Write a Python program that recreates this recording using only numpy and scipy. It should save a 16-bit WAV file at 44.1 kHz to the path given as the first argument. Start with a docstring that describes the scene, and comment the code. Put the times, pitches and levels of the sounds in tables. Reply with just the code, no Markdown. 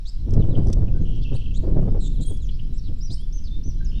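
"""A buzzy rising call over low wind, then gusts buffet the microphone on a lawn.
Songbirds call around a feeding tray: buzzes, twitters, chips, trills and thin whistles,
all pitch-swept sines that echo faintly off the trees. A grackle's bill and claws tap among
the seeds (noise ticks); it squeaks once (four harmonics). Wind and brief rustles of feathers
or feet are swells of shaped noise. Faint hiss and far birds lie underneath."""
import sys
import numpy as np
from scipy import signal
from scipy.fft import rfft, irfft
from scipy.io import wavfile
from scipy.ndimage import uniform_filter1d

SR = 44100
rng = np.random.default_rng(int(sys.argv[2]) if len(sys.argv) > 2 else 0)


def dump(signal):
    """Clip the signal to [-1, 1] and save it as 16-bit WAV at the path in sys.argv[1]."""
    limited = np.clip(np.atleast_2d(signal).T, -1, 1)
    pcm = np.round(limited * 32767).astype(np.int16)
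    wavfile.write(sys.argv[1], SR, pcm)


N = 176400

# Breeze strength. Each row: time in seconds, level in dB.
BREEZE_CURVE = [(.14, -49.5), (.2, -38), (.35, -23), (.8, -25.5), (1.15, -30.5), (1.46, -35), (1.6, -30.5),
                (1.8, -22), (2.12, -33.5), (2.55, -38), (3.38, -41.5), (3.8, -36.5)]
# Gusts and brief rustles of feathers or feet.
# Each row: peak time in seconds, thump level in dB, rush level in dB.
GUSTS_AND_RUSTLES = [(0.28, -30.5, -46.5), (0.331, -22.5, -51), (0.389, -15, -33), (0.597, -20, -34),
                     (0.683, -20.5, -34), (.82, -19.5, -38.5), (1.02, -22, -61), (1.337, -24, -37),
                     (1.657, -44, -33.5), (1.69, -44, -34.5), (1.778, -28, -30.5), (1.886, -31.5, -35.5),
                     (1.963, -35, -34.5), (2.207, -26.5, -46.5), (2.314, -30.5, -41.5), (2.715, -33.5, -58),
                     (2.905, -29, -50), (3.114, -30.5, -49), (3.581, -39.5, -62), (3.681, -31, -53)]
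# Noise spectra. Each row: frequency in Hz, relative density in dB.
RUMBLE_SPECTRUM = [(8, -1), (27, -4), (60, -17), (110, -31), (300, -79.5)]
THUMP_SPECTRUM = [(40, -18), (80, 3.5), (125, 1), (300, -15), (500, -31.5), (1000, -61)]
RUSH_SPECTRUM = [(150, -12.5), (330, 4), (500, -2), (1100, -24.5), (2000, -39), (9000, -79.5)]
AIR_SPECTRUM = [(900, 1.5), (2100, -4.5), (2900, 2), (5600, 0.5), (6800, -10.5), (13500, -13)]
TAP_SPECTRUM = [(1000, -20), (3400, -7.5), (4400, -9.5), (5600, 4.5), (6800, -7), (8800, -9.5),
                (13000, -31.5)]
# Buzzy calls. Each row: start and length in seconds, start and end pitch in Hz, level in dB,
# overtone ratio, relative overtone level in dB.
BUZZ_CALLS = [(0.053, 0.049, 3570, 5090, -44.5, 1.55, -11.5), (1.216, 0.027, 3270, 3530, -49.5, 1.37, -4),
              (1.338, 0.034, 3400, 4410, -50, 2.04, -6), (1.539, 0.043, 3190, 4000, -49, 1.88, -3.5),
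              (2, .085, 4100, 3610, -48, 1.96, -2.5), (2.208, 0.034, 3700, 4045, -47.5, 1.98, -0.5),
              (3.101, 0.047, 3680, 5190, -41.5, 1.57, -11)]
# Bill and claw taps. Each row: start in seconds, level in dB.
TAP_HITS = [(0.308, -49), (0.337, -42.5), (0.343, -51), (0.67, -43.5), (.684, -46.5), (0.701, -49.5),
            (.717, -59), (0.729, -33.5), (0.733, -37), (1.159, -57), (2.373, -52)]
# Twitter starts in seconds.
TWITTER_STARTS_S = [0.39, .497, 2.114, 2.155, 2.273, 2.4]
# Chips. Each row: centre time in seconds, top pitch in Hz, level in dB.
CHIP_NOTES = [(0.427, 3080, -53.5), (0.557, 3210, -43.5), (.885, 2740, -54), (2.494, 3220, -43.5),
              (2.598, 3040, -46)]
# Piping notes, trills, held notes. Each row: start and length in seconds, pitch in Hz, level in dB.
PIPE_NOTES = [(0.947, 0.047, 1540, -60), (1.005, 0.033, 6430, -64), (2.107, 0.14, 10040, -73),
              (2.972, 0.041, 7480, -68), (3.07, 0.065, 4890, -54), (3.105, 0.075, 8670, -61),
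              (3.19, .035, 9600, -67.5), (3.504, 0.085, 3593, -53), (3.802, 0.045, 1584, -57.5),
              (3.879, 0.026, 5130, -54.5), (3.945, 0.051, 3630, -55.5)]
TRILL_CALLS = [(1.051, 0.15, 3040, -52.5), (1.237, 0.26, 3093, -53.5), (3.912, 0.12, 2970, -53.5)]
HELD_NOTES = [(2.26, 0.052, 8940, -47), (3.324, 0.069, 6190, -51), (3.634, 0.08, 6020, -52)]
# Whistles. Each row: start and length in seconds, start, middle and end pitch in Hz, level in dB.
WHISTLE_NOTES = [(1.247, 0.027, 3000, 2645, 2860, -46.5), (3.007, 0.066, 4720, 5880, 5270, -48.5),
                 (3.173, 0.077, 2990, 3265, 3490, -58.5), (3.846, 0.029, 7040, 5650, 4950, -52.5)]
# Starts in seconds of the hooked notes over the second trill.
HOOK_STARTS_S = [1.292, 1.325, 1.362, 1.411, 1.459, 1.508]
# Levels in dB of the squeak's harmonics 1 to 4.
SQUEAK_HARMONICS_DB = [-53.5, -66.5, -64, -76]
# Distant slurs. Each row: start and length in seconds, start and end pitch in Hz, level in dB.
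SLUR_NOTES = [(2.419, 0.058, 7240, 5580, -60.5), (2.51, 0.052, 4150, 5100, -59),
              (2.736, 0.043, 6900, 8300, -64.5), (2.779, 0.021, 5730, 5330, -53),
              (2.837, 0.054, 4460, 3270, -56.5), (3.439, 0.05, 5440, 3640, -52.5),
              (3.698, 0.042, 5500, 5160, -65)]


def amp(db):
    """Decibels to gain."""
    return 10 ** (np.asarray(db) / 20)


def unit(x):
    """Scales to rms 1."""
    return x / np.sqrt(np.mean(x ** 2) + 1e-20)


def add(mix, start_s, sound):
    """Mixes a sound in at a time."""
    part = mix[max(0, round(start_s * SR)):][:len(sound)]
    part += sound[:len(part)]


def noise(spectrum):
    """Shaped noise of rms 1, rolled off above twice the last frequency."""
    hz = np.fft.rfftfreq(N, 1 / SR)
    points_hz, points_db = np.transpose(spectrum)
    gain = amp(np.interp(np.log(hz + 1), np.log(points_hz + 1), points_db))
    rolloff = 1 + (hz / (2 * points_hz[-1])) ** 2
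    return unit(irfft(rfft(rng.standard_normal(N)) * gain / rolloff, N))


def steadied(x, samples):
    """Evens out the slow swells of a noise."""
    return x / np.sqrt(uniform_filter1d(uniform_filter1d(x ** 2, samples), samples) + 1e-9)


def jitter(t, samples=24):
    """Random wobble of rms 1; more samples, slower."""
    return unit(uniform_filter1d(rng.standard_normal(SR // 2), samples))[:len(t)]


def tone(hz):
    """Sine of rms 1 along a pitch curve."""
    return np.sqrt(2) * np.sin(2 * np.pi * np.cumsum(hz) / SR)


def note(length_s, edge=.25):
    """Time t, progress u (0-1) and envelope; each fade takes the fraction edge."""
    t = np.arange(0, length_s, 1 / SR)
    u = t / length_s
    return t, u, np.sin(np.pi / 2 * np.clip(np.minimum(u, 1 - u) / edge, 0, 1))


def play(voice, table):
    """Sounds every row of a table with one voice."""
    out = np.zeros(N)
    for start_s, *row in table:
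        add(out, start_s, voice(*row))
    return out


def wind_and_rustles(swell_width_s=.048, eddy_band_hz=(12, 45), flutter_limit_db=6):
    """Wind on the microphone and brief rustles of feathers or feet: rumble, thumps, fluttering rush."""
    t = np.arange(N) / SR
    breeze_db = np.interp(t, *np.transpose(BREEZE_CURVE))
    force_db = breeze_db + 32.5
    thump_env, rush_env = amp(breeze_db), amp(-55.5 + 2.01 * force_db)
    for peak_s, thump_db, rush_db in GUSTS_AND_RUSTLES:
        swell = np.exp(-(2 * (t - peak_s) / swell_width_s) ** 4)
        thump_env = np.hypot(thump_env, amp(thump_db) * swell)
        rush_env = np.hypot(rush_env, amp(rush_db) * swell)
    eddy_filter = signal.butter(2, eddy_band_hz, "band", fs=SR, output="sos")
    eddies = unit(signal.sosfilt(eddy_filter, rng.standard_normal(N)))
    flutter = amp(flutter_limit_db * np.tanh(eddies / 2))
    rumble = amp(-18 + .42 * force_db) * steadied(noise(RUMBLE_SPECTRUM), samples=5000)
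    thump = amp(1) * thump_env * np.sqrt(flutter) * steadied(noise(THUMP_SPECTRUM), samples=1300)
    rush = rush_env * flutter * steadied(noise(RUSH_SPECTRUM), samples=1000)
    return rumble + thump + rush


def air(hiss_db=-63.5, patch_db=3.5):
    """Faint hiss with a patchy wash of far birds in the treble."""
    hz, _, bins = signal.stft(noise(AIR_SPECTRUM), SR, nperseg=512)
    patches = uniform_filter1d(rng.standard_normal(bins.shape), size=3, axis=0)
    patches = unit(uniform_filter1d(patches, size=14, axis=1))
    bird_band = np.exp(-((hz - 4300) / 2400) ** 2)[:, None]
    bins = bins * amp(patch_db * patches * bird_band)
    return amp(hiss_db) * signal.istft(bins, SR, nperseg=512)[1][:N]


def buzz(length_s, start_hz, end_hz, db, ratio, overtone_db, warble_hz=185, swell_db=6):
    """Swelling glide with a fast warble and a rougher upper voice."""
    t, u, env = note(length_s, edge=.091)
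    warble = np.sin(2 * np.pi * warble_hz * t)
    climb_hz = end_hz - start_hz
    swing_hz = climb_hz * 420 / 1890
    hz = start_hz + climb_hz * np.sin(np.pi / 2 * u) ** 2 + swing_hz * warble
    low = tone(hz + amp(overtone_db) * 280 * jitter(t))
    high = amp(overtone_db) * tone(ratio * hz + 620 * jitter(t))
    return amp(db + swell_db * (u - 1)) * env * (1 + .3 * warble) * (low + high)


def tree_echo(x, t60_s=.42, onset_s=.0021, cutoff_hz=8000):
    """Scattered echoes off the trees, dulled by distance."""
    t = np.arange(SR) / SR
    reflections = rng.standard_normal(SR) * (rng.random(SR) < .06)
    tail = reflections * amp(-60 * t / t60_s) * np.clip(t / onset_s - .5, 0, 1)
    dull = signal.sosfilt(signal.butter(4, cutoff_hz, fs=SR, output="sos"), x)
    return signal.fftconvolve(dull, tail / np.linalg.norm(tail))[:N]


def taps(rise_s=.0007, decay_s=.0026):
    """Dry ticks of bill and claws on seeds and tray."""
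    t = np.arange(0, .03, 1 / SR)
    tick = np.minimum(t / rise_s, 1) * np.exp(-np.maximum(t - rise_s, 0) / decay_s)
    return play(lambda db: amp(db) * tick, TAP_HITS) * noise(TAP_SPECTRUM)


def twitter():
    """Quick downward slide."""
    return whistle(length_s=.052, start_hz=4280, mid_hz=3680, end_hz=3080, db=-61)


def chips(length_s=.021, bend=.27, rasp_hz=201):
    """Very short, rough, arched notes."""
    out = np.zeros(N)
    t, u, env = note(length_s, edge=.58)
    arch = 1 - bend * (2 * u - 1) ** 2
    for centre_s, top_hz, db in CHIP_NOTES:
        hz = top_hz * arch + rasp_hz * jitter(t)
        add(out, centre_s - length_s / 2, amp(db) * env ** 2 * tone(hz))
    return out


def pipe(length_s, hz, db, creep=.012, waver_db=2.8):
    """Wavering note that swells, creeps upward and fades."""
    t, _, env = note(length_s)
    waver = amp(waver_db * jitter(t, samples=260))
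    return env * waver * whistle(length_s, hz * (1 - creep), hz, hz * (1 + creep), db)


def trill(length_s, pitch_hz, db, rate_hz=88.6, fall_hz=830, rasp_hz=90, overtone_db=-16):
    """Uneven rattle of tiny falling notes."""
    t, _, env = note(length_s, edge=.03)
    cycle = np.cumsum(rate_hz * (1 + .18 * jitter(t, samples=400))) / SR % 1
    hz = pitch_hz + fall_hz * (.5 - cycle) + rasp_hz * jitter(t)
    return amp(db) * env * np.sin(np.pi * cycle) * (tone(hz) + amp(overtone_db) * tone(1.85 * hz))


def whistle(length_s, start_hz, mid_hz, end_hz, db):
    """Nearly pure note gliding along a parabola."""
    t, u, env = note(length_s, edge=.058)
    hz = np.polyval(np.polyfit([0, .5, 1], [start_hz, mid_hz, end_hz], 2), u)
    return amp(db) * env * tone(hz * (1 + .0051 * jitter(t, samples=90)))


def hook():
    """Short note that dips and turns up again."""
    return whistle(length_s=.013, start_hz=3380, mid_hz=2610, end_hz=2995, db=-51)


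def squeak(start_s=2.224, length_s=.153, pitch_hz=3320):
    """The grackle's rusty-hinge note: one pitch with thin, metallic harmonics."""
    harmonics = [(start_s, length_s, k * pitch_hz, db) for k, db in enumerate(SQUEAK_HARMONICS_DB, 1)]
    return play(pipe, harmonics)


def held(length_s, top_hz, db, flick_s=.004, drop_s=.003):
    """Thin note that flicks up, holds a slight arch and drops away."""
    t, u, env = note(length_s, edge=.035)
    bend = 1 - .195 * (np.exp(-t / flick_s) + np.exp((t - length_s) / drop_s))
    sag_hz = 550 * (u - .35) ** 2
    return amp(db) * env * tone(top_hz * (bend + .01 * jitter(t, samples=90)) - sag_hz)


def slur(length_s, start_hz, end_hz, db, rasp_hz=308):
    """Hoarse straight glide."""
    t, u, env = note(length_s, edge=.033)
    return amp(db) * env * tone(start_hz + (end_hz - start_hz) * u + rasp_hz * jitter(t, samples=40))


def scene(bird_send_db=-7.5, tap_send_db=-21.5):
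    """Birds, taps and their echoes over wind, rustles and air, in mono."""
    birds = (play(whistle, WHISTLE_NOTES) + play(pipe, PIPE_NOTES) + play(held, HELD_NOTES)
             + play(twitter, zip(TWITTER_STARTS_S)) + play(buzz, BUZZ_CALLS) + play(slur, SLUR_NOTES)
             + play(trill, TRILL_CALLS) + play(hook, zip(HOOK_STARTS_S)) + chips() + squeak())
    ticks = taps()
    echo = tree_echo(amp(bird_send_db) * birds + amp(tap_send_db) * ticks)
    return (birds + ticks + echo + wind_and_rustles() + air())[None]


def record(dry, cutoff_hz=14700):
    """The recorder's band limit."""
    lowpass = signal.firwin(511, cutoff_hz, window=("kaiser", 9), fs=SR)
    return signal.oaconvolve(dry, lowpass[None], "same")


dry = scene()
out = record(dry)
dump(out)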